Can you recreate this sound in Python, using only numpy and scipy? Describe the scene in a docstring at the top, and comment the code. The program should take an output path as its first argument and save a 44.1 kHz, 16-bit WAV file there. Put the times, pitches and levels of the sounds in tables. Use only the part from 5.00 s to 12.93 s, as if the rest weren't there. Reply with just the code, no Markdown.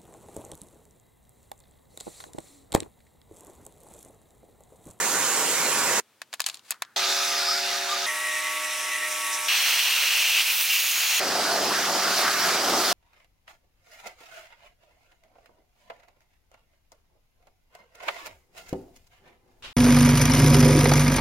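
"""A pressure washer's jet cleans an old motorbike on a lawn, in six parts that follow without a pause.
The water drums on the tail panel and makes it ring. A plastic brush head clicks onto the lance (the
spray tube). The brush swishes over seat and side, whistling as water swirls in its cup, while the pump
hums. Then the jet makes the steel front mudguard sing and roars through the back wheel."""
import sys
import numpy as np
from scipy import signal
from scipy.fft import rfft, irfft, next_fast_len
from scipy.io import wavfile
from scipy.ndimage import uniform_filter1d, map_coordinates

SR = 44100
rng = np.random.default_rng(int(sys.argv[2]) if len(sys.argv) > 2 else 0)


def bounce(signal):
    """Save signal as a 16-bit WAV file at the path given by the first command-line argument."""
    frames = np.transpose(np.atleast_2d(signal))
    limited = np.clip(frames, -1, 1)
    pcm = np.round(limited * 32767).astype(np.int16)
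    wavfile.write(sys.argv[1], SR, pcm)


N = 349713

# Tone colour of water on the tail panel. Each row: frequency in Hz, level in dB.
# Levels in all tables are relative: the functions add their own gains.
TAIL_COLOUR = [(30, -36), (70, -27), (130, -13), (230, -6), (450, -0.5), (700, -4), (1100, -1),
               (2000, -1.5), (3200, -8), (5000, -7.5), (7500, -3.5), (10000, -11), (16000, -20)]
# A stereo image is two lists. Each row of the first: frequency in Hz, how alike left and right are.
# Each row of the second: frequency in Hz, left minus right in dB.
TAIL_IMAGE = [(60, 1), (240, 0.93), (950, 1.5), (3770, 0.5), (15000, 0.18)], [(60, -6), (240, 2.5),
              (950, -5), (3770, -2), (15000, -6)]


def jet_on_tail():
    """The jet drums on the tail panel and makes it ring, under the hiss of the nozzle."""
    # Each row: time in seconds, then drumming, splash and mist levels in dB.
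    flow = [(0, -30, -28, -33.5), (1, -28, -26.5, -33.8)]
    # The sheet metal's notes. Each row: pitch in Hz, width in Hz, level in dB.
    panel_notes = [(517, 17, -45.5), (783, 23, -47.5), (958, 12, -40.5), (1120, 39, -45), (1390, 32, -45),
                   (1495, 24, -45)]
    # Each row: time in seconds, centre in Hz, level in dB.
    nozzle_hiss = [(0.02, 6980, -33), (0.108, 6850, -31), (0.37, 7310, -30.5), (0.89, 7180, -37),
                   (0.98, 6890, -30)]
    t = clock(0, 1.001)
    water = spray(t, curves(flow, t), TAIL_COLOUR, TAIL_IMAGE, split_hz=(2570, 9200), drops_per_s=3000,
                  drop_db=-10.5, patchy_db=1.65, flutter_db=0.1, trim_db=[-0.4, -0.5, 1.5])
    nozzle = glide(t, nozzle_hiss, width_hz=1200, gain_db=-0.5, apart=0.65) * amp([[-2.5], [2.5]])
    return from_right(water + ringing_notes(t, panel_notes, apart=0.23) + nozzle, lag_s=4.2e-5)


def jet_on_mudguard():
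    """The jet sizzles on thin steel, makes the mudguard sing and whistles as it crosses the edge."""
    # How hard the jet strikes, and its fine spray. Each row: time in seconds, level in dB.
    strike = [(4.5, -24.5), (4.616, -28), (5.332, -25), (5.406, -22), (5.434, -32), (5.51, -25),
              (5.528, -32), (5.608, -29), (5.678, -31.5), (5.712, -23), (5.852, -30), (6.18, -29)]
    mist = [(4.5, -38), (4.588, -34), (5.392, -34), (5.632, -28.5), (5.678, -34), (5.72, -29.5),
            (6.18, -34)]
    # Each row: frequency in Hz, level in dB.
    colour = [(30, -44), (130, -45), (220, -40.5), (400, -27), (850, -16), (1500, -11.5), (2100, -6.5),
              (3000, -8.5), (3600, -7.5), (5000, -9), (6400, -10.5), (7500, -14), (11500, -11.5),
              (15500, -10.5)]
    image = [(60, 0.69), (240, 0.94), (950, 0.93), (3770, 1), (15000, 0.51)], [(60, 0.0), (380, -0.5),
             (2380, -0.49), (15000, -2)]  # rows as in TAIL_IMAGE
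    # Each row: pitch in Hz, width in Hz, level in dB.
    high_notes = [(3250, 370, -35), (4210, 450, -36), (5840, 480, -36.5), (8580, 360, -44)]
    # Each row: time in seconds, pitch in Hz, level in dB.
    edge_whistle = [(5.65, 6650, -55), (5.85, 6680, -39.5), (5.95, 6680, -37), (6.04, 6730, -43),
                    (6.12, 6720, -35.5), (6.2, 6740, -38)]
    t = clock(4.481, 6.2)
    strike_db, mist_db = swing(strike, t), swing(mist, t)
    head_on_db, = curves([(4.48, 3.5), (4.65, 3), (4.9, 1.5), (5.4, -3.5), (5.5, -3.5), (5.65, -10),
                          (5.75, -11.5), (6.2, 4)], t)  # how squarely the jet hits the steel
    levels_db = 0.32 * strike_db + 0.42 * head_on_db, 0.31 * strike_db, 0.66 * mist_db
    water = spray(t, levels_db, colour, image, split_hz=(2350, 8400), drops_per_s=2500,
                  drop_db=-7.5, patchy_db=0.8, flutter_db=0.64, trim_db=[-34, -28, -28.5])
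    song_hz = 2710 + 9 * strike_db  # the steel sings higher when struck harder
    song = amp(-28 + 1.26 * strike_db) * ring(t, song_hz, width_hz=550, apart=0.18)
    overtones = amp(head_on_db) * ringing_notes(t, high_notes, apart=0.92)
    sizzle = amp(-38 + 2 * mist_db) * ring(t, centre_hz=14700, width_hz=2800, apart=0.58)
    edge = glide(t, edge_whistle, width_hz=150, gain_db=5, apart=0.39)
    return from_right(water + song + overtones + sizzle + edge, lag_s=7e-6)


def jet_on_wheel():
    """The jet roars on the tyre, splashes through the spokes and briefly rings the chain sprocket."""
    # Each row: time in seconds, level in dB.
    tyre_drum = [(6.22, -30.5), (6.318, -31), (6.716, -27.5), (6.766, -34), (6.972, -28.5), (7.034, -32.5),
                 (7.094, -30.5), (7.146, -33.5), (7.198, -31.5), (7.318, -35.5), (7.744, -27.5), (7.9, -31)]
    spoke_spray = [(6.22, -46), (6.234, -43.5), (7.056, -40), (7.206, -35), (7.262, -39.5), (7.464, -36),
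                   (7.576, -40), (7.8, -37.5), (7.9, -36)]
    # Each row: frequency in Hz, level in dB.
    colour = [(30, -43), (70, -23.5), (140, -15), (200, -7.5), (380, -1), (500, -4), (700, 3), (950, -3),
              (1250, 1.5), (2500, -7), (3600, -8.5), (5100, -3.5), (8500, -16), (16000, -20.5)]
    image = [(60, 0.89), (240, 0.94), (950, 0.96), (3770, 0.78), (15000, 0.065)], [(60, -1.0), (380, -0.5),
             (2380, -1), (15000, -1.8)]  # rows as in TAIL_IMAGE
    # Each row: time in seconds, pitch in Hz, level in dB.
    sprocket_ring = [(7.0, 1206, -44), (7.15, 1250, -46), (7.28, 1310, -27), (7.35, 1400, -42),
                     (7.45, 1445, -24), (7.53, 1330, -33), (7.6, 1297, -46)]
    # Each row: multiple of the shaft speed, level in dB.
    pump_tones = [(3, -53.5), (6, -45), (9, -49.5), (11, -44.5)]
    t = clock(6.2, 7.93)
    drum_db, spray_db = swing(tyre_drum, t), swing(spoke_spray, t)
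    splash_db = 0.15 * spray_db - 0.64 * drum_db  # what misses the tyre splashes instead
    levels_db = drum_db, splash_db, 0.4 * spray_db
    water = spray(t, levels_db, colour, image, split_hz=(1106, 2930), drops_per_s=2000,
                  drop_db=-9, patchy_db=1.7, flutter_db=0.47, trim_db=[-31, -30.3, -26.6])
    mist = amp(-44 + 2.5 * spray_db) * ring(t, centre_hz=11500, width_hz=10000, apart=1.2)
    sprocket = glide(t, sprocket_ring, width_hz=610, gain_db=-3, apart=0.15)
    hum = pump(t, pump_tones, shaft_hz=63.55, waver_db=1, drift_hz=0.1)
    return from_right(water + mist + sprocket + hum, lag_s=2.1e-5)


def spray(t, levels_db, colour, image, split_hz, drops_per_s, drop_db, patchy_db, flutter_db, trim_db):
    """Water rushes and drops hit a surface. levels_db plus trim_db set bass, middle and treble."""
    spectrum = signal.stft(noise(t), nperseg=512)[2]
    patches = rng.standard_normal(spectrum.shape[1:])
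    patches = uniform_filter1d(patches, size=5, axis=0)  # smooth across pitch
    patches = uniform_filter1d(patches, size=10, axis=1)  # and across time
    rush = signal.istft(spectrum * amp(patchy_db * unit(patches)), nperseg=512)[1][:, :len(t)]
    drops = (rng.random((2, len(t))) < drops_per_s / SR) * noise(t)
    water = stereo(unit(rush) + amp(drop_db) * unit(drops), colour, image)
    surge = wobble(t, 70.26)  # the jet breaks up into lumps of water
    return sum(unit(band * amp(flutter_db * (surge + wobble(t, 45.06)))) * amp(db + trim)
               for band, db, trim in zip(three_bands(water, *split_hz), levels_db, trim_db))


def brush_on_seat():
    """The brush swishes over the seat; water spatters and whistles thinly between the bristles."""
    # Each row: time in seconds, then drumming, splash and mist levels in dB.
    flow = [(1.98, -32.5, -26.5, -35), (2.19, -35, -27.5, -34.5), (2.26, -33.5, -30.5, -33.5),
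            (2.5, -34.5, -33, -36.5), (2.75, -35.5, -30.5, -37), (2.81, -34.5, -34.5, -37.5),
            (2.93, -35.5, -31, -38.5)]
    # Each row: frequency in Hz, level in dB.
    colour = [(30, -38), (120, -35), (190, -23.5), (450, -13), (1080, -8.5), (1450, -1), (2000, -3),
              (2550, -2), (3000, -3.5), (3700, 2.5), (4400, 0.5), (6000, -2), (8500, -17), (16000, -22)]
    image = [(60, 0.68), (240, 0.41), (950, 0.65), (3770, 0.83), (15000, 0.24)], [(60, 0.0), (380, -1.0),
             (2380, -1.2), (15000, -1.0)]  # rows as in TAIL_IMAGE
    # Each row: peak time and length in seconds, level in dB.
    bristle_whistles = [(1.97, 0.06, -33), (2.15, 0.05, -38), (2.292, 0.1, -34.5)]
    # Each row: time in seconds, centre in Hz, level in dB.
    swish_path = [(2.25, 5150, -31), (2.444, 4990, -27.5), (2.522, 5050, -23), (2.658, 4880, -33),
                  (2.732, 5070, -34), (2.75, 4960, -36)]
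    # The brush housing rings. Each row: pitch in Hz, width in Hz, level in dB.
    housing_notes = [(3650, 160, -41.5), (4250, 220, -49)]
    # Each row: multiple of the shaft speed, level in dB.
    pump_tones = [(3, -68), (4, -63), (5, -66), (6, -48), (8, -62), (9, -47), (11, -40.5), (12, -53),
                  (13, -45.5), (15, -51.5)]
    t = clock(1.96, 3.062)
    water = spray(t, curves(flow, t), colour, image, split_hz=(2770, 6730), drops_per_s=700,
                  drop_db=-7.5, patchy_db=2, flutter_db=0.27, trim_db=[1.2, -0.5, 0.5])
    cup = amp(-1.5) * brush_cup(t, rough_db=3, jitter_hz=21)
    bristles = swells(t, bristle_whistles) * ring(t, centre_hz=6170, width_hz=110, apart=0.23)
    swish = glide(t, swish_path, width_hz=800, gain_db=-3, apart=0.23)
    housing = ringing_notes(t, housing_notes, apart=0.37)
    hum = pump(t, pump_tones, shaft_hz=63.4, waver_db=0.6, drift_hz=0.026)
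    return from_right(water + cup + bristles + swish + housing + hum, lag_s=1.4e-5)


def brush_on_side():
    """The brush scrubs the side panel, squirting now and then; cup and pump both sound higher."""
    # Water escapes under the rim. Each row: peak time and length in seconds, level in dB.
    squirts = [(3.068, 0.05, -39.5), (3.76, 0.17, -41), (4.143, 0.076, -39), (4.343, 0.037, -33.5),
               (4.458, 0.056, -38)]
    # Each row: frequency in Hz, level in dB.
    colour = [(30, -46), (200, -35), (400, -23.5), (900, -13), (1400, -12), (2100, -2.5), (2700, -1.5),
              (3200, -9), (3800, -7.5), (4500, -15.5), (5200, -9), (5750, -4), (6800, -11), (9500, -13.5),
              (16000, -27.5)]
    image = [(60, 0.81), (240, 0.63), (950, 0.65), (3770, 0.89), (15000, 0.52)], [(60, 0.0), (380, -0.5),
             (2380, -1.0), (15000, -1.0)]  # rows as in TAIL_IMAGE
    # Each row: multiple of the shaft speed, level in dB.
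    pump_tones = [(3, -61), (4, -63.5), (5, -69.5), (6, -47.5), (7, -79), (9, -48), (11, -40.5), (12, -57),
                  (13, -45), (15, -59), (17, -54)]
    t = clock(3.062, 4.481)
    splash_db = 20 * np.log10(np.hypot(amp(-44), swells(t, squirts)))
    mist_db = -37 + 2 * np.clip((t - 4.05) / 0.028, 0, 1)  # the brush slides down and throws more mist
    water = spray(t, (-34, splash_db, mist_db), colour, image, split_hz=(4900, 7560), drops_per_s=900,
                  drop_db=-7.5, patchy_db=1.5, flutter_db=0.36, trim_db=[1, 0.4, 0.6])
    cup = brush_cup(t, rough_db=2, jitter_hz=18)
    hum_db, = curves([(3.06, 0.5), (3.6, 0.3), (4.0, -0.5), (4.22, -0.5), (4.35, 1), (4.48, -0.5)], t)
    hum = amp(hum_db) * pump(t, pump_tones, shaft_hz=102.27, waver_db=1.4, drift_hz=0.06)
    return from_right(water + cup + hum, lag_s=8e-6)


def brush_cup(t, rough_db, jitter_hz):
    """Water swirls in the brush cup and sounds two close, hollow whistles in spurts."""
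    # Each row: peak time and length in seconds, lower pitch in Hz, lower and upper tone levels in dB.
    spurts = [(2.057, 0.14, 1212, -37.5, -37), (2.218, 0.087, 1215, -39, -34), (2.36, 0.13, 1213, -36, -43),
              (2.504, 0.038, 1220, -31, -30), (2.557, 0.08, 1373, -41, -37), (2.74, 0.07, 1240, -38.5, -50),
              (2.931, 0.058, 1187, -30, -41), (3.045, 0.05, 1250, -33, -50),
              (3.074, 0.07, 1890, -31.5, -32), (3.263, 0.2, 1928, -32, -41), (3.37, 0.06, 1870, -35, -36),
              (3.47, 0.087, 1906, -38, -34), (3.56, 0.05, 1905, -45, -36), (3.67, 0.17, 1820, -43, -37),
              (3.881, 0.11, 1927, -41, -38), (3.947, 0.064, 1846, -38, -32),
              (4.039, 0.051, 1870, -30.5, -34), (4.285, 0.15, 1874, -39, -41)]
    s, length, pitch, lower_db, upper_db = np.transpose([r for r in spurts if t[0] <= r[0] <= t[-1]])
    hz = np.interp(t, s, pitch)
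    lower = swells(t, zip(s, length, lower_db)) * whistle(t, hz, rough_db, jitter_hz)
    upper = swells(t, zip(s, length, upper_db)) * whistle(t, hz * 1.063, rough_db, jitter_hz)
    return lower + upper


def whistle(t, hz, rough_db, jitter_hz):
    """One tone, its pitch and strength shaken by the flow."""
    phase = 2 * np.pi * np.cumsum(hz + jitter_hz * wobble(t, 140)) / SR
    return unit(amp(rough_db * wobble(t, 110)) * np.sin(phase))


def attach_brush():
    """The brush plug is pushed in and twisted, clicking and rubbing, in the quiet garden air."""
    # Each row: frequency in Hz, level in dB.
    plastic_colour = [(59, -52), (100, -35), (373, -40), (461, -36), (662, -5), (3120, -1), (4570, 1),
                      (5650, -6.5), (6840, -3.5), (11400, -8.5), (16000, -17)]
    air_colour = [(18, -73), (30, -41), (90, -18), (115, -9), (179, -21), (215, -8), (245, -11.5),
                  (2980, -17), (16000, -27)]
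    image = [(60, 0.52), (380, 0.91), (2380, 0.86), (15000, 0.25)], [(60, 1.1), (380, 0.56), (2380, 0.88),
             (15000, 4)]  # rows as in TAIL_IMAGE
    # The plug rubs in its socket. Each row: peak time and length in seconds, level in dB.
    plug_rubs = [(1.344, 0.029, -53), (1.423, 0.049, -54), (1.48, 0.024, -38), (1.52, 0.087, -51),
                 (1.7, 0.07, -51.5)]
    # A hand slides on the tube. Each row: peak time and length in seconds, centre in Hz, level in dB.
    grip_rubs = [(1.53, 0.11, 1025, -61), (1.746, 0.04, 1390, -54), (1.872, 0.094, 1535, -59)]
    t = clock(1.001, 1.96)
    clicks = plastic_clicks(t, plastic_colour, image)
    rub = swells(t, plug_rubs) * amp(2.2 * wobble(t, 180)) * stereo(noise(t), plastic_colour, image)
    s, length, grip_hz, grip_db = np.transpose(grip_rubs)
    grip = ring(t, np.interp(t, s, grip_hz), width_hz=620, apart=0.25)
    grip *= swells(t, zip(s, length, grip_db))
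    fading_wash = amp(-37 - 60 * (t - t[0]) / 0.045) * stereo(noise(t), TAIL_COLOUR, TAIL_IMAGE)
    air = amp(-64) * stereo(noise(t), air_colour, image)
    return clicks + rub + grip + fading_wash + air


def plastic_clicks(t, colour, image):
    """Each contact of the plug is a short crack that rings the hollow plastic lance."""
    # Each row: time in seconds, then overall, low knock and high snap levels in dB.
    contacts = [(1.216, -18.5, -10.5, -17.5), (1.328, -20, -16, -25), (1.337, -16, -15.5, -19),
                (1.342, -24, -14, -13), (1.395, -20.5, -11, -25), (1.402, -7, -16, -16.5),
                (1.416, -17, -25, -18), (1.44, -19, -26, -30), (1.462, -8, -27, -17),
                (1.466, -11.5, -23, -13), (1.481, -30, -26, -8), (1.486, -16.5, -18, -18),
                (1.497, -17, -25, -27), (1.542, -22.5, -43, -19), (1.553, -33, -32, -15),
                (1.57, -33, -23, -23), (1.592, -36, -27, -26), (1.706, -7.5, -15.5, -3),
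                (1.714, -16, -29, -18), (1.72, -19, -12, -19), (1.742, -36, -7, -22),
                (1.82, -9.5, -11, -16), (1.848, -35, -13, -32)]
    # The lance's ring and its hollow knock. Each row: pitch in Hz, width in Hz, level in dB.
    plastic_notes = [(1920, 210, -9), (2600, 140, -1), (3580, 290, -3), (4600, 260, -5), (6870, 140, 19),
                     (7450, 150, -8.5), (8140, 140, -8), (8400, 170, -12)]
    tube_notes = [(696, 130, -4), (1080, 160, 2), (1700, 110, -1), (2570, 150, -0.5)]
    clicks, age = np.zeros((2, len(t))), np.arange(SR // 12) / SR
    envelope = (amp(-60 * age / 0.0097) + amp(-19 - 60 * age / 0.063)) * (1 - np.exp(-age / 0.00083))
    for s, db, knock_db, snap_db in contacts:
        plastic = sum(rng.normal() * struck_note(age, *note) for note in plastic_notes)
        crack = unit(envelope * stereo(noise(age), colour, image))
        knock, body, snap = three_bands(crack + amp(-12.5) * unit(plastic), 2370, 7400)
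        tube = sum(struck_note(age, *note, phase=rng.uniform(0, 2 * np.pi)) for note in tube_notes)
        tube *= 1 - np.exp(-age / 0.0011)
        knock = unit(unit(knock) + amp(-1.5) * unit(tube))
        snap = unit(snap * amp(-60 * age / 0.069))  # the treble dies first
        hit = amp(knock_db + 13) * knock + unit(body) + amp(snap_db + 14) * snap
        start = round((s + 0.001 - t[0]) * SR)
        clicks[:, start:start + len(age)] += (amp(db - 25.5) * unit(hit))[:, :len(t) - start]
    low_hz = 330  # the clicks carry little sound below this
    return filtered(clicks, lambda hz: hz ** 3 / np.hypot(hz ** 3, low_hz ** 3))


def pump(t, tones, shaft_hz, waver_db, drift_hz):
    """The pump hums at multiples of its shaft speed; each tone wavers on its way across the lawn."""
    phase = 2 * np.pi * np.cumsum(shaft_hz + drift_hz * wobble(t, 5.52)) / SR
    return sum(np.sqrt(2) * amp(db + waver_db * wobble(t, 7.58))
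               * np.sin(round(multiple) * phase + rng.uniform(0, 2 * np.pi)) for multiple, db in tones)


def struck_note(age, hz, width_hz, db, phase=0):
    """A tone that dies away after a knock: the wider, the sooner."""
    return amp(db) * np.exp(-np.pi * width_hz * age) * np.sin(2 * np.pi * hz * age + phase)


def ring(t, centre_hz, width_hz, apart):
    """Ringing as a band of noise around a pitch; apart makes left and right less alike."""
    real, imaginary = rng.standard_normal((2, 3, len(t)))
    hz = np.fft.fftfreq(len(t), 1 / SR)
    shake = np.fft.ifft((real + 1j * imaginary) / (1 + 1j * hz / width_hz) ** 4)
    phase = 2 * np.pi * np.cumsum(centre_hz + np.zeros_like(t)) / SR
    shared, *sides = (shake * np.exp(1j * phase)).real
    return unit(shared + apart * np.array(sides))


def ringing_notes(t, notes, apart):
    """The steady notes of a part, kept ringing by the water."""
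    return sum(amp(db) * ring(t, hz, width, apart) for hz, width, db in notes)


def glide(t, path, width_hz, gain_db, apart):
    """Ringing that follows a path of pitch and level, and fades beyond its ends."""
    hz, db = curves(path, t)
    outside_s = np.abs(t - np.clip(t, path[0][0], path[-1][0]))
    return amp(db + gain_db - 90 * outside_s) * ring(t, hz, width_hz, apart)


def stereo(pair, colour, image):
    """Mixes two unrelated signals into a left and right with this tone colour, at level 1."""
    likeness, balance = image

    def weights(hz, side):
        angle = np.arccos(np.clip(along(likeness, hz), 0, 1)) / 2
        gain = amp(along(colour, hz) + side * along(balance, hz) / 2)
        return gain * np.array([np.cos(angle), side * np.sin(angle)])
    return unit(np.array([filtered(pair, lambda hz: weights(hz, side)).sum(0) for side in (1, -1)]))


def from_right(x, lag_s):
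    """Sound from the right reaches the left ear a little later."""
    return filtered(x, lambda hz: np.exp(1j * np.pi * hz * lag_s * np.array([[-1], [1]])))


def three_bands(x, low_hz, high_hz):
    """The bass, middle and treble of x."""
    bass = filtered(x, lambda hz: 1 / (1 + (hz / low_hz) ** 10))
    below_treble = filtered(x, lambda hz: 1 / (1 + (hz / high_hz) ** 10))
    return bass, below_treble - bass, x - below_treble


def filtered(x, response):
    """Scales each frequency in x by response(hz)."""
    n = x.shape[-1]
    padded = next_fast_len(n + 4096)
    return irfft(rfft(x, padded) * response(np.fft.rfftfreq(padded, 1 / SR)), padded)[..., :n]


def swells(t, rows):
    """Gain of bell-shaped swells. Each row: peak time and length in seconds, level in dB."""
    return np.sqrt(sum(amp(2 * db) * np.exp(-(2 * (t - s) / length) ** 2) for s, length, db in rows))


def swing(rows, t):
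    """How far a level curve lies above or below its average, in dB."""
    db, = curves(rows, t)
    return db - db.mean()


def curves(rows, t):
    """Each column after the time, read at times t."""
    times, *columns = np.transpose(rows)
    return [np.interp(t, times, column) for column in columns]


def along(rows, hz):
    """Reads rows of frequency and value at hz, on a log scale."""
    frequencies, values = np.transpose(rows)
    return np.interp(np.log(hz + 1), np.log(frequencies + 1), values)


def wobble(t, rate):
    """A smooth curve through rate random points a second."""
    return map_coordinates(rng.standard_normal(2048), [(t - t[0]) * rate], mode="wrap")


def noise(t):
    """Two unrelated white noises."""
    return rng.standard_normal((2, len(t)))


def clock(start_s, end_s):
    """The time of every sample of a part."""
    return np.arange(round(start_s * SR), round(end_s * SR)) / SR


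def amp(db):
    """Decibels to gain."""
    return 10 ** (np.asarray(db) / 20)


def unit(x):
    """Scales x to an average (rms) level of 1."""
    return x / np.sqrt(np.mean(np.abs(x) ** 2) + 1e-20)


def soft_ends(x, fade_s=0.0015):
    """Fades a part in and out so that its ends do not thump."""
    age = np.arange(x.shape[1]) / SR
    to_end_s = np.minimum(age, age[::-1])
    return x * np.sin(np.pi / 2 * np.minimum(to_end_s / fade_s, 1)) ** 2


def scene():
    """The six parts, one straight after another."""
    parts = (jet_on_tail(), attach_brush(), brush_on_seat(), brush_on_side(),
             jet_on_mudguard(), jet_on_wheel())
    joined = np.hstack([soft_ends(part) for part in parts])
    return np.pad(joined, ((0, 0), (0, SR)))[:, :N]


def record(dry):
    """Removes the very highest treble."""
    return filtered(dry, lambda hz: hz < 15950)


dry = scene()
out = record(dry)
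bounce(out)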